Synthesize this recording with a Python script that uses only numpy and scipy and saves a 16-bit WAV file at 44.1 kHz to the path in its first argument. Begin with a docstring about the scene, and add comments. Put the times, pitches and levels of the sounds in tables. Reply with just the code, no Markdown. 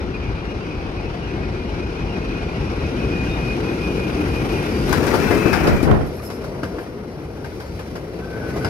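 """On a steel viaduct by a curve: a subway train nears from 38 m and passes 1.4 m from a two-port microphone.
Level-shaped noise makes the deck rumble and wheel roar; decaying modes and noise make joints, snaps and rattles.
Wavering narrow-band tones sing in the curve and squeal alongside; low noise bursts buffet each port.
The later cars roll by more quietly, with thin brake whistles, a gear hum and one more run of squeals."""
import sys
import numpy as np
from scipy import signal
from scipy.fft import rfft, irfft, next_fast_len
from scipy.io import wavfile
from scipy.ndimage import uniform_filter1d

SR = 44100
rng = np.random.default_rng(int(sys.argv[2]) if len(sys.argv) > 2 else 0)


def persist_wave(psi):
    """Save psi, clipped to +-1, as 16-bit WAV."""
    counts = np.round(np.clip(psi, -1, 1) * 32767).astype(np.int16)
    wavfile.write(sys.argv[1], SR, np.atleast_2d(counts).T)


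N = 383229
TIME = np.arange(N) / SR
FRAME, HOP = 2048, 256  # samples
EDGE_HZ = 15650  # upper band limit
TRUCK_S = 0.34  # half length of a truck's swell
GRIT_PEAK_S, GRIT_HALF_S = 5.19, 0.33
RATTLE_FROM_S = 4.93
SQUEAL_ATTACK_S, SQUEAL_RELEASE_S = 0.023, 0.031
SPAN_REACH_M = 59  # distance scale of the span resonance

# Train position: t/s, distance to nearest wheels/m, stage (0 ahead, 1 first truck, 2 alongside; clipped to 0-2)
APPROACH = [(0, 37.6, 0.11), (2.5, 28.6, 0), (3.6, 19.5, 0), (4.5, 11.8, 0.06), (4.86, 12, -0.1),
            (4.93, 4.1, 1.17), (5.75, 1.4, 0.98), (6.15, 9.9, 3)]
# Rolling-noise colour at each stage, before its bands are levelled: f/Hz, density/dB per Hz
AHEAD_COLOUR = [(25, -1), (52, 9), (130, -2), (235, -4), (345, -2), (460, -7), (600, -18.5), (1200, -27.5),
                (1600, -27.5), (1780, -30), (2050, -29.5), (2500, -27.5), (3300, -31.5), (5200, -35.5),
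                (6500, -44.5), (7800, -51), (10500, -49), (15000, -64.5)]
FIRST_TRUCK_COLOUR = [(30, -3), (55, -1), (130, -1.5), (400, 1.5), (620, -8.5), (1200, -11), (1600, -12),
                      (1850, -13.5), (2500, -17.5), (3300, -29), (5200, -35), (7800, -40.5), (10500, -40),
                      (15000, -39.5)]
ALONGSIDE_COLOUR = [(28, -14), (52, 7.5), (85, 4), (150, -1), (250, -3.5), (430, -2), (620, -10.5),
                    (1050, -18.5), (1300, -19), (1770, -24), (2100, -20.5), (2500, -25), (3300, -26.5),
                    (5200, -27), (7800, -39), (10500, -32.5), (15000, -39.5)]
# What the two ports hear at each stage: f/Hz, likeness/0-1, left over right/dB, left lead/rad
PORTS_AHEAD = [(60, .98, 1.6, .16), (200, .97, 2.8, .17), (380, .93, 4, .25), (650, .57, 3, 1),
               (950, .52, 3.8, 1), (1300, .22, 3.1, 2.2), (1800, .66, 4.2, 3.3), (2400, .6, .6, 6.2),
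               (3000, .55, 1.2, 7.2), (3500, .35, 1.5, 9.3), (4500, .25, 1.4, 12), (9000, .1, .8, 24)]
PORTS_FIRST_TRUCK = [(60, .6, 6.5, .1), (190, .6, 6.5, .3), (430, .82, 6.8, -.1), (700, .4, 8, -.4),
                     (1500, .25, 11, -.9), (2100, .45, 7.5, -2.4), (2650, .35, 8.5, .2),
                     (4400, .25, 3.5, 4.3), (7400, .15, 7, 8), (9500, .1, 1, 12), (15000, .1, 6, 24)]
PORTS_ALONGSIDE = [(60, .95, .9, .15), (200, .94, 2, .08), (380, .88, 4, -.05), (900, .63, 4.2, -.8),
                   (1500, .45, 3.8, -1.2), (1900, .55, 4, -2.9), (2500, .36, 1.4, -.4),
                   (3400, .42, 1.3, 2.6), (5200, .45, 1.8, 8.3), (8000, .12, .7, 12)]
# Wheel and rail resonances excited by rolling: f/Hz, width/Hz, bump/dB
RAIL_MODES = [(1400, 105, 3), (1886, 130, 2.5), (2416, 120, 3.5), (3980, 360, 3.5), (4700, 300, 3),
              (5680, 1200, 6), (9170, 850, 3)]
# Girder resonance of the nearest span, stronger as the train closes in: f/Hz, width/Hz, full bump/dB
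SPAN_MODES = [(153, 79, 1.5)]
# Girder boom, deck rumble, wheel roar and rail hiss: from f/Hz, to f/Hz
BANDS = [(20, 110), (110, 550), (550, 2200), (3200, 15500)]
# A row per band: base level/dB ahead, at first truck, alongside; loss/dB per m; share of a truck's swell/1
BAND_RULES = [(-27, -26, -28, 0, 0.79), (-18.5, -18, -19.5, 0.2388, 0.14), (-28.5, -25, -29, 0.16, 0.036),
              (-39, -36.5, -41, 0.2255, 0.74)]
# Overall level offset of the rolling noise: t/s, level/dB
ROLL = [(0, -1.5), (1.7, -1.5), (2.3, -0.5), (3.2, 0), (4.2, -1), (4.55, 0.2), (5.6, -1), (5.88, -5.5),
        (6.15, -9), (6.8, -8), (7, -11.5), (8.05, -11), (8.42, -6.5), (8.69, -3.5)]
# Trucks passing the microphone: t/s, swell/dB before each band's share
TRUCKS = [(5.08, 2.5), (6.25, 2.5), (7.7, 6.5), (8.68, 3)]
# Flange rubs in the curve: peak t/s, half length/s, f/Hz, level/dB
RUBS = [(.155, 0.024, 2455, -40.5), (.255, 0.045, 2465, -41), (.4, .04, 2530, -49),
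        (.53, 0.046, 2460, -46.5), (.69, 0.067, 2490, -43.5), (.83, .05, 2495, -47),
        (1.0, 0.027, 2490, -43), (1.32, 0.045, 2475, -45), (1.44, .04, 2480, -41.5),
        (1.58, 0.051, 2440, -42), (1.84, .06, 2485, -43), (2.0, 0.038, 2500, -41.5),
        (2.17, 0.088, 2480, -42.5), (2.345, .048, 2494, -36), (2.47, 0.056, 2435, -39.5),
        (2.66, 0.05, 2485, -45), (2.835, 0.045, 2504, -37), (3.035, 0.058, 2500, -38),
        (3.185, 0.075, 2466, -32), (3.365, 0.09, 2490, -35.5), (3.505, 0.058, 2488, -31.5),
        (3.695, .052, 2490, -37.5), (3.865, 0.054, 2476, -32.5), (4.03, .06, 2453, -35.5),
        (4.19, 0.05, 2490, -36.5), (4.36, .066, 2460, -35.5), (4.55, .066, 2470, -37)]
# Short narrow tones (flange squeaks, a clang near 2.1 kHz, a lingering brake tone near 5.3 kHz):
# peak t/s, half length/s, f/Hz, level/dB, width setting/Hz
SHORT_TONES = [(.19, .035, 2690, -46, 25), (1.248, .04, 2930, -46, 70), (2.117, .025, 2750, -42, 50),
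               (3.335, .035, 3680, -41, 70), (4.78, .073, 4750, -44, 90), (4.95, .035, 3980, -37, 64),
               (5.33, 0.016, 2090, -27.5, 30), (5.347, .02, 2420, -35, 20), (6.265, 0.02, 5270, -46, 23),
               (6.35, .07, 5240, -52, 20), (7.68, .012, 7040, -58, 75), (8.419, .068, 1636, -43, 60),
               (8.598, .09, 2030, -45, 40)]
# Wheels striking joints: t/s, relative thud, clang and chink levels/dB, rise/s, left over right/dB,
# share of the joint modes/1
KNOCKS = [(4.887, -23, -29, -37, 0.0063, 12, .4), (4.924, -26, -16.5, -28.5, 0.0034, 13, 0.46),
          (5.064, -38, -24.5, -32, 0.0065, 15, 0.33), (5.131, -15, -18.5, -31, 0.012, 8, 0.52),
          (5.305, -12.5, -19.5, -34, 0.0067, 8, 0.52), (5.455, -10, -22, -42, 0.0024, 10, .4),
          (5.53, -39, -13.5, -27.5, .002, 10, 0.82), (5.668, -12.5, -18.5, -30.5, 0.0053, 3, 0.73),
          (5.828, -15, -27.5, -35, 0.0034, 13, .3), (6.299, -28, -34, -40.5, 0.0029, 3, 0.28),
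          (6.44, -26, -35, -44, 0.0034, 2, .3), (6.629, -22, -27.5, -40, 0.005, 2.5, 0.49),
          (6.782, -26, -31, -48, 0.0048, 3, 0.44), (7.443, -40, -32.5, -45.5, 0.0025, 4, 0.48),
          (7.599, -36, -34.5, -44.5, 0.0034, 4, 0.61), (7.792, -29.5, -32.5, -45, 0.001, 3, .15),
          (7.952, -33, -31.5, -42.5, 0.0053, 3, 0.51), (8.188, -30, -39, -53, .001, 2, .3),
          (8.556, -21, -34, -42, 0.012, 2, .3), (8.646, -23, -23, -33.5, 0.0014, 4, 0.94)]
# Resonances of a struck joint at full share: f/Hz, width/Hz, bump/dB
JOINT_MODES = [(695, 120, 8.7), (940, 120, 3.9), (1440, 130, 5.2), (1610, 150, 13.5), (2080, 170, 11),
               (3720, 300, 1.4), (5000, 600, 13.5), (7340, 500, 2.2)]
# Smooth colour of a struck joint: f/Hz, density/dB per Hz, relative t60 (scaled where used)/s
JOINT_COLOUR = [(30, -21, 0.12), (111, -3, 0.14), (382, -1, 0.09), (696, -5.5, 0.59), (1050, -4.5, 0.21),
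                (1500, -5.5, 0.14), (1800, -11, 0.3), (2370, -12.5, 0.32), (3400, -12, 0.26),
                (5400, -11, 0.25), (8400, -23.5, 0.31), (11000, -16, 0.29), (15000, -27, .14)]
# Steel snaps from the running gear: t/s, relative snap level/dB, relative clack level/dB, left over right/dB
SNAPS = [(4.894, -29, -34, 4.5), (4.9287, -17, -25, -5), (5.0685, -26, -32, 5), (5.141, -34, -26, 5),
         (5.53, -28, -15, 10), (5.674, -36, -17, 6), (5.829, -27, -34, 7.5), (5.913, -39, -15, -11),
         (6.634, -43, -21, 0), (7.793, -48, -32, -1), (8.647, -34, -23, -1)]
# Colour of the bright snaps: f/Hz, density/dB per Hz
SNAP_COLOUR = [(200, -20), (1000, 14), (3000, -13), (6500, 1), (9000, -2), (15000, -7)]
# Colour of the dull clacks behind the snaps: f/Hz, density/dB per Hz
CLACK_COLOUR = [(150, -15), (650, 2.5), (1000, -1), (1600, -3), (2000, -22), (3000, -11.5), (6000, -34),
                (15000, -50)]
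# Colour of crackle under the first truck: f/Hz, density/dB per Hz
GRIT_COLOUR = [(200, -17), (900, 0), (2200, -2), (3300, -12), (5500, -8), (8000, -14), (15000, -20)]
# Individually placed link clacks: t/s, f/Hz, level/dB
CLACKS = [(5.041, 950, -17), (5.128, 880, -12), (5.278, 1480, -13), (5.307, 715, -12), (5.457, 400, -17),
          (5.606, 715, -16), (5.876, 1040, -19), (5.946, 950, -16), (6.01, 1350, -19.5), (6.199, 1210, -29),
          (6.3, 714, -31), (6.414, 635, -29), (6.59, 640, -20), (6.825, 690, -24), (6.887, 342, -20),
          (7.185, 1050, -33), (7.303, 640, -25), (7.424, 645, -29), (7.443, 875, -27), (7.518, 1500, -31),
          (7.883, 625, -38), (7.954, 625, -20), (8.187, 660, -26), (8.397, 613, -23), (8.558, 710, -19.5)]
# Modes of a loose link: frequency ratio/1, relative level/dB, decay time constant/s
LINK_MODES = [(1, -2, 0.0074), (1.47, -9, 0.0054), (2.35, -14, .004), (3.9, -18, .003)]
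# Squeals alongside: start t/s, length/s, f/Hz, glide/Hz per s, level/dB, left over right/dB, roughness/0-1
SQUEALS = [(5.06, 0.12, 2645, -40, -51, 14, .5), (5.165, 0.24, 2370, 25, -36.5, 10, 0.4),
           (5.19, 0.26, 2634, -200, -37.5, 14, .25), (5.395, 0.19, 2595, -280, -33, 14, 0.1),
           (5.407, 0.16, 2380, -58, -37, 10, 0.9), (5.531, 0.14, 2310, 80, -35, 10, 0.8),
           (5.57, 0.13, 2535, -48, -36, 16, 0.4), (5.699, 0.157, 2384, 150, -38.5, 10, .8),
           (8.201, 0.094, 1535, 40, -42, 5, .15), (8.276, 0.125, 1540, -110, -39.5, 5, 0.14),
           (8.39, 0.17, 1517, -110, -39.5, 7, 0.05), (8.592, 0.11, 1517, -350, -35, 5, 0.5)]
# Bow-wave eddies: peak t/s, half length/s, level/dB, corner f/Hz, port (0 left, 1 right)
GUSTS = [(5.694, 0.06, -13.5, 168, 0), (5.905, 0.046, -7.5, 84.6, 0), (5.962, 0.03, -21.5, 220, 0),
         (6.012, 0.033, -20, 130, 0), (5.679, 0.04, -15.5, 600, 1), (5.745, 0.014, -10.5, 150, 1),
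         (5.878, 0.0061, -17, 900, 1), (5.93, 0.045, -12.5, 427, 1), (6.009, 0.058, -19.5, 260, 1)]
# Partials of the brake whistle: f/Hz, relative level/dB
BRAKE_MODES = [(5290, -2), (6449, -10), (9570, -8), (10621, -3), (11550, 0), (13544, -13), (14438, -14)]
# Brake-shoe grabs: peak t/s, half length/s, relative level/dB
BRAKE_GRABS = [(6.077, .02, -51), (6.17, 0.035, -51), (6.259, 0.032, -43), (6.343, .03, -51),
               (6.825, .02, -54)]


def gain_of(db):
    """Decibels to amplitude."""
    return 10 ** (np.asarray(db) / 20)


def evened(x):
    """Scales to rms 1."""
    return x / np.sqrt(np.mean(x ** 2) + 1e-20)


def across(table, hz):
    """The columns of a table, read on a log-frequency axis."""
    f, *columns = np.transpose(table)
    return [np.interp(np.log(hz + 1), np.log(f + 1), c) for c in columns]


def along(table, t):
    """The columns of a table, read in time."""
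    s, *columns = np.transpose(table)
    return [np.interp(t, s, c) for c in columns]


def add(mix, s, sound):
    """Adds a stereo sound to the mix at time s."""
    part = mix[:, round(s * SR):][:, :sound.shape[1]]
    part += sound[:, :part.shape[1]]


def swell(s, half):
    """A smooth rise and fall around time s."""
    return np.exp(-((TIME - s) / half) ** 2)


def panned(balance_db):
    """Left and right gains for a level difference."""
    return gain_of(np.array([[.5], [-.5]]) * balance_db)


def drift(rate_hz, count=N):
    """Slow chance of rms 1 with changes up to about this rate."""
    length = next_fast_len(count, real=True)
    hz = np.fft.rfftfreq(length, 1 / SR)
    spectrum = rfft(rng.standard_normal(length)) / (1 + (hz / rate_hz) ** 4)
    return evened(irfft(spectrum, length)[:count])


def fuzz(rate_hz, count=N):
    """Two unrelated complex flutters of rms 1, low-passed at the rate."""
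    white = rng.standard_normal((2, count)) + 1j * rng.standard_normal((2, count))
    slow = signal.sosfilt(signal.butter(2, rate_hz, fs=SR, output="sos"), white)
    return slow / np.std(slow)


def fuzzy_tone(hz, width_hz, t):
    """A carrier smeared by a different flutter at each port."""
    return (fuzz(width_hz, len(t)) * np.exp(2j * np.pi * hz * t)).real


def coloured(x, table):
    """Gives a stereo sound the colour of a table."""
    count = x.shape[1]
    length = next_fast_len(count, real=True)
    colour_db = across(table, np.fft.rfftfreq(length, 1 / SR))[0]
    return irfft(rfft(x, length) * evened(gain_of(colour_db)), length)[:, :count]


def resonances(modes, hz):
    """The dB bumps of a set of broad modes."""
    return sum(db / (1 + (2 * (hz - f) / width) ** 2) for f, width, db in modes)


def port_pair(ports, hz, noise):
    """Mixes two unrelated noises into what the ports hear: likeness, balance and left lead."""
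    same, balance_db, lead = ports
    same = np.clip(same, 0, 1)
    right = (same * noise[0] + np.sqrt(1 - same ** 2) * noise[1]) * np.exp(-1j * lead)
    ratio = gain_of(balance_db)
    return np.array([ratio * noise[0], right]) * np.sqrt(2 / (1 + ratio ** 2))


def voiced(colour_db, hz, bands, levels_db):
    """Bends a colour smoothly towards the given level in each band."""
    power = gain_of(colour_db) ** 2 / len(hz)
    bend_db = 0
    inner_hz = np.ravel(np.array(bands) * [1.3, 1 / 1.3])  # full correction here, sloping between bands
    for (lo, hi), level_db, own in zip(bands, levels_db, np.eye(len(bands))):
        now_db = 10 * np.log10(power[..., (hz >= lo) & (hz < hi)].sum(-1))
        weight = np.interp(hz, inner_hz, np.repeat(own, 2))
        bend_db = bend_db + np.multiply.outer(level_db - now_db, weight)
    return gain_of(colour_db + bend_db)


def band_levels(t, metres, shares):
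    """Each band has its level at each stage, fades with distance, and swells as a truck goes by."""
    rules = np.array(BAND_RULES)
    truck_db = sum(db * np.exp(-((t - s) / TRUCK_S) ** 2) for s, db in TRUCKS)
    level_db = rules[:, :3] @ shares.T - np.outer(rules[:, 3], metres)
    return level_db + np.outer(rules[:, 4], truck_db) + along(ROLL, t)[0]


def fine_ripple(hz, depth_db):
    """A random fine unevenness of the noise colour over frequency, growing towards the treble."""
    ripple = evened(uniform_filter1d(rng.standard_normal(len(hz)), size=4))
    return depth_db * ripple * hz ** 2 / (hz ** 2 + 8000 ** 2)


def rolling(air_db_per_m=0.66, patchy_db=1.17, chatter_db=1.0):
    """Rough wheels on rough rail shake the deck; the air dulls the sound while the train is far."""
    white = rng.standard_normal((2, N))
    hz, t, noise = signal.stft(white, SR, nperseg=FRAME, noverlap=FRAME - HOP)
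    noise = noise.transpose(0, 2, 1)
    metres, stage = along(APPROACH, t)
    # crossfade between neighbouring stages
    shares = np.maximum(1 - abs(np.clip(stage, 0, 2)[:, None] - np.arange(3)), 0)
    colours = [across(c, hz)[0] for c in (AHEAD_COLOUR, FIRST_TRUCK_COLOUR, ALONGSIDE_COLOUR)]
    colour_db = shares @ np.array(colours) + resonances(RAIL_MODES, hz)
    colour_db += np.outer(np.exp(-(metres / SPAN_REACH_M) ** 2), resonances(SPAN_MODES, hz))
    # air tilt relative to 30 m; its slope is given at 8 kHz
    colour_db -= air_db_per_m * np.outer(shares[:, 0] * (metres - 30), hz / 8000)
    colour_db -= 10 * np.log10(1 + (40 / (hz + 1)) ** 10)  # girders radiate little below their lowest modes
    patches = uniform_filter1d(rng.standard_normal(colour_db.shape), size=12, axis=0)
    patches = evened(uniform_filter1d(patches, size=16, axis=1))

    ports = np.array([across(p, hz) for p in (PORTS_AHEAD, PORTS_FIRST_TRUCK, PORTS_ALONGSIDE)])
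    lead = np.angle(shares @ np.exp(1j * ports[:, 2]))
    heard = shares @ ports[:, 0], shares @ ports[:, 1], lead
    colour_db = colour_db + fine_ripple(hz, depth_db=2.0)
    colour = voiced(colour_db, hz, BANDS, band_levels(t, metres, shares))
    z = port_pair(heard, hz, noise) * colour * gain_of(patchy_db * patches)
    sound = signal.istft(z.transpose(0, 2, 1), SR, nperseg=FRAME, noverlap=FRAME - HOP)[1][:, :N]
    # the microphone loses the deepest bass
    sound = signal.sosfilt(signal.butter(N=4, Wn=33, btype="high", fs=SR, output="sos"), sound)
    # the contact patch chatters, so everything above the rumble flutters together
    rumble = signal.sosfiltfilt(signal.butter(2, 600, fs=SR, output="sos"), sound)
    return rumble + (sound - rumble) * gain_of(chatter_db * drift(42))


def squeal(hz, waver_hz, halo, halo_hz, skirt_db, balance_db, lead):
    """Stick-slip holds one wheel mode singing; other wheels and echoes smear a halo and wide skirt round it."""
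    count = len(hz)
    turn = np.exp(2j * np.pi * np.cumsum(hz + waver_hz * drift(43.0, count)) / SR)
    halo = np.clip(halo, 0, 1)
    smear = np.sqrt(halo) * fuzz(halo_hz, count) + gain_of(skirt_db) * fuzz(106, count)
    line = np.sqrt(1 - halo) * np.array([[1], [0]])
    voice = port_pair((.85, balance_db, lead), hz, smear + line)
    return np.sqrt(2) * (voice * turn).real


def curve_song(far_halo=0.61, near_halo=0.08, clear_m=20,
               echo_db=-11, echo_drop_hz=55, echo_smear_hz=70, echo_delay_s=0.022, echo_spread=1.5):
    """A flange rubs the curved rail about once a wheel turn; blurred echoes follow, a little lower in pitch."""
    out, t = np.zeros((2, N)), np.arange(SR // 2) / SR - 1 / 8
    for s, half, hz, db in RUBS:
        # farther songs are more smeared
        halo = np.interp(along(APPROACH, s)[0], [clear_m, APPROACH[0][1]], [near_halo, far_halo])
        tone = squeal(np.full(len(t), hz), waver_hz=9, halo=halo, halo_hz=30,
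                      skirt_db=-18.0, balance_db=-0.5, lead=.1)
        echo = np.sqrt(2) * fuzzy_tone(hz - echo_drop_hz, echo_smear_hz, t)
        echo *= gain_of(echo_db) * np.exp(-((t - echo_delay_s) / (echo_spread * half)) ** 2)
        add(out, s + t[0], gain_of(db) * (tone * np.exp(-abs(t / half) ** 3) + echo))
    return out


def far_whine(count=64, until_s=4.6, lowest_hz=2150, highest_hz=2850,
              base_db=-50, half_s=0.046, spread_db=3.5, smear_hz=25):
    """Wheels further back in the curve whine briefly, each at its own pitch."""
    out, t = np.zeros((2, N)), np.arange(SR // 4) / SR - 1 / 8
    for k, (when, pitch, size) in enumerate(rng.random((count, 3))):
        hz = lowest_hz + pitch * (highest_hz - lowest_hz)
        level_db = base_db + spread_db * (2 * size + 0.5)
        tone = fuzzy_tone(hz, smear_hz, t) * np.exp(-(t / half_s) ** 2)
        add(out, (k + when) / count * until_s, tone * gain_of(level_db))
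    return out


def short_tones():
    """Short narrow tones: flange squeaks, a clang near 2.1 kHz, a lingering brake tone near 5.3 kHz."""
    out, t = np.zeros((2, N)), np.arange(SR // 2) / SR - 1 / 4
    for s, half, hz, db, width_hz in SHORT_TONES:
        tone = np.sqrt(2) * fuzzy_tone(hz, width_hz, t)
        add(out, s + t[0], gain_of(db) * np.exp(-(t / half) ** 2) * tone)
    return out


def knocks(contact_s=0.0052, crack=0.27, crack_s=0.0031, tail_db=-20, tail_t60=0.54):
    """A wheel drops into a joint: a crack and a brief crunch, then rail and girders ring out."""
    out, count = np.zeros((2, N)), 16384
    clock = np.arange(count) / SR
    for s, thud_db, clang_db, chink_db, rise, balance_db, ringing in KNOCKS:
        hz = np.fft.rfftfreq(count, 1 / SR)
        same, _, lead = across(PORTS_ALONGSIDE, hz)
        colour_db = across(JOINT_COLOUR, hz)[0] + ringing * resonances(JOINT_MODES, hz)
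        colour = voiced(colour_db, hz, BANDS[1:], (thud_db, clang_db, chink_db))
        noise = rfft(rng.standard_normal((2, count)))
        ring = irfft(port_pair((same, balance_db, lead), hz, noise) * colour)
        # each frequency fades at its own rate, above a weaker common tail
        hz, t, z = signal.stft(ring, SR, nperseg=256)
        age = np.maximum(t - rise - contact_s, 0)
        t60 = 0.62 * across(JOINT_COLOUR, hz)[1]
        fade = np.hypot(gain_of(-60 * age / t60[:, None]), gain_of(tail_db - 60 * age / tail_t60))
        ring = signal.istft(z * fade, SR)[1][:, :count]
        attack = np.minimum(clock / rise, 1) * (1 + crack * np.exp(-clock / crack_s))
        add(out, s, ring * attack)
    return out


def snaps(decay_s=0.0017, ring_db=-17, ring_s=0.012, clack_s=0.004):
    """Steel meets steel: a bright snap with a short ring, and the duller clack of the heavy part behind it."""
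    bright, dull, t = np.zeros((2, N)), np.zeros((2, N)), np.arange(SR // 16) / SR
    for s, db, clack_db, balance_db in SNAPS:
        pan = panned(balance_db)
        envelope = np.exp(-t / decay_s) + gain_of(ring_db) * np.exp(-t / ring_s)
        add(bright, s, gain_of(db) * pan * envelope * rng.standard_normal((2, len(t))))
        # one noise shared by the ports plus one of each port's own
        both_ports = evened(rng.standard_normal(len(t)) + rng.standard_normal((2, len(t))))
        add(dull, s, gain_of(clack_db) * pan * np.exp(-t / clack_s) * both_ports)
    return coloured(bright, SNAP_COLOUR) + coloured(dull, CLACK_COLOUR)


def grit(level_db=-37, per_s=260, size_spread_db=4, decay_s=0.0011, balance_db=7):
    """Grit and rail pits crackle under the first truck: random ticks gate decaying noise."""
    sizes_db = size_spread_db * np.minimum(rng.exponential(1, N), 3)
    ticks = (rng.random(N) < per_s / SR) * gain_of(sizes_db)
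    envelope = signal.lfilter([1], [1, -np.exp(-1 / (decay_s * SR))], ticks + 1e-9)
    crackle = evened(coloured(envelope * rng.standard_normal((2, N)), GRIT_COLOUR))
    return gain_of(level_db) * panned(balance_db) * crackle * swell(GRIT_PEAK_S, GRIT_HALF_S)


def clack(hz, balance_db=5.0, unlike=0.87, rise_s=0.0027, bounce_db=-7, bounce_s=.011):
    """One steel link strikes its stop, rings in a few short modes, and bounces once."""
    t = np.arange(SR // 16) / SR
    count = len(LINK_MODES)
    phases = rng.uniform(0, 2 * np.pi, (count, 1, 1)) + unlike * rng.standard_normal((count, 2, 1))
    ring = 0
    for (ratio, db, decay), phase in zip(LINK_MODES, phases):
        ring = ring + gain_of(db) * np.exp(-t / decay) * np.sin(2 * np.pi * hz * ratio * t + phase)
    out = panned(balance_db) * ring * (1 - np.exp(-t / rise_s))
    # the bounce comes at 0.5 to 2 times bounce_s
    add(out, bounce_s * rng.uniform(.5, 2), gain_of(bounce_db) * out)
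    return out


def rattle(count=130, base_db=-22.0, spread_db=5, lowest_hz=550, highest_hz=2300,
           alongside_db=-8, crowding=1.5):
    """Loose links and rigging clack as cars go by: random clacks, densest at first, and separately timed ones."""
    out = np.zeros((2, N))
    for k, (when, pitch, size) in enumerate(rng.random((count, 3))):
        s = RATTLE_FROM_S + ((k + when) / count) ** crowding * (N / SR - RATTLE_FROM_S)
        hz = lowest_hz * (highest_hz / lowest_hz) ** pitch
        alongside = np.clip(along(APPROACH, s)[1] - 1, 0, 1)
        db = base_db + along(ROLL, s)[0] + spread_db * size ** 2
        db += alongside * alongside_db * (.5 + pitch)  # higher clacks drop more
        add(out, s, gain_of(db) * clack(hz))
    for s, hz, db in CLACKS:
        add(out, s, gain_of(db) * clack(hz))
    return out


def passing_squeals():
    """Each squeal catches, holds while its pitch glides, and lets go."""
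    out, t = np.zeros((2, N)), np.arange(SR // 4) / SR
    for s, length, hz, glide, db, balance_db, rough in SQUEALS:
        envelope = np.clip(np.minimum(t / SQUEAL_ATTACK_S, (length - t) / SQUEAL_RELEASE_S), 0, 1)
        tone = squeal(hz + glide * t, waver_hz=8.3, halo=rough, halo_hz=45,
                      skirt_db=-17 + 12 * rough, balance_db=balance_db, lead=-0.33)
        add(out, s, tone * envelope * gain_of(db))
    return out


def bow_wave(slope=2.83, lowest_hz=32):
    """Eddies of pushed air hit each port on its own: bursts of low noise, each with its own upper corner."""
    out, count = np.zeros((2, N)), 16384
    hz, t = np.fft.rfftfreq(count, 1 / SR), (np.arange(count) - count / 2) / SR
    for s, half, db, corner_hz, port in GUSTS:
        colour = hz ** 2 / (hz ** 2 + lowest_hz ** 2)
        colour = colour / np.sqrt(1 + (hz / corner_hz) ** slope) / (1 + (hz / 2600) ** 4)
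        envelope = 1 / np.cosh(1.28 * t / half)
        eddy = irfft(rfft(rng.standard_normal(count)) * colour) * envelope
        # keep the envelope's energy, so longer gusts carry more
        eddy = gain_of(db) * evened(eddy) * np.sqrt(np.mean(envelope ** 2))
        add(out, s + t[0], np.outer(np.arange(2) == port, eddy))
    return out


def brakes(smear_hz=42, hiss_db=-2):
    """A brake shoe hisses and whistles in several high, fuzzy partials each time it grabs."""
    whistle = sum(gain_of(db) * fuzzy_tone(hz, smear_hz, TIME) for hz, db in BRAKE_MODES)
    highpass = signal.butter(2, 4500, "high", fs=SR, output="sos")
    hiss = signal.sosfilt(highpass, rng.standard_normal((2, N)))
    grabs = sum(gain_of(db) * swell(s, half) for s, half, db in BRAKE_GRABS)
    return (evened(whistle) + gain_of(hiss_db) * evened(hiss)) * grabs


def gear_hum(hz=455, peak_s=8.62, half_s=0.13, level_db=-31):
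    """The drive gears hum, a wavering smeared tone, as the last truck draws level."""
    tone = squeal(np.full(N, hz), waver_hz=4.7, halo=0.32, halo_hz=14, skirt_db=-22, balance_db=2, lead=0)
    return gain_of(level_db) * swell(peak_s, half_s) * tone


def scene():
    """Rolling, curve song, short tones, joints, rattles, squeals, brakes, gears and the push of air."""
    singing = curve_song() + far_whine() + short_tones() + passing_squeals()
    impacts = gain_of(-1.0) * knocks() + snaps() + grit() + rattle()
    return rolling() + singing + impacts + bow_wave() + brakes() + gear_hum()


def record(dry):
    """The microphone channel rounds off the loudest peaks, then limits the band."""
    knee = .7  # of full scale
    over = np.maximum(abs(dry) - knee, 0)
    rounded = np.sign(dry) * (abs(dry) - over + (1 - knee) * np.tanh(over / (1 - knee)))
    lowpass = signal.firwin(511, EDGE_HZ, window=("kaiser", 9), fs=SR)
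    return signal.oaconvolve(rounded, lowpass[None], "same")


dry = scene()
out = record(dry)
persist_wave(out)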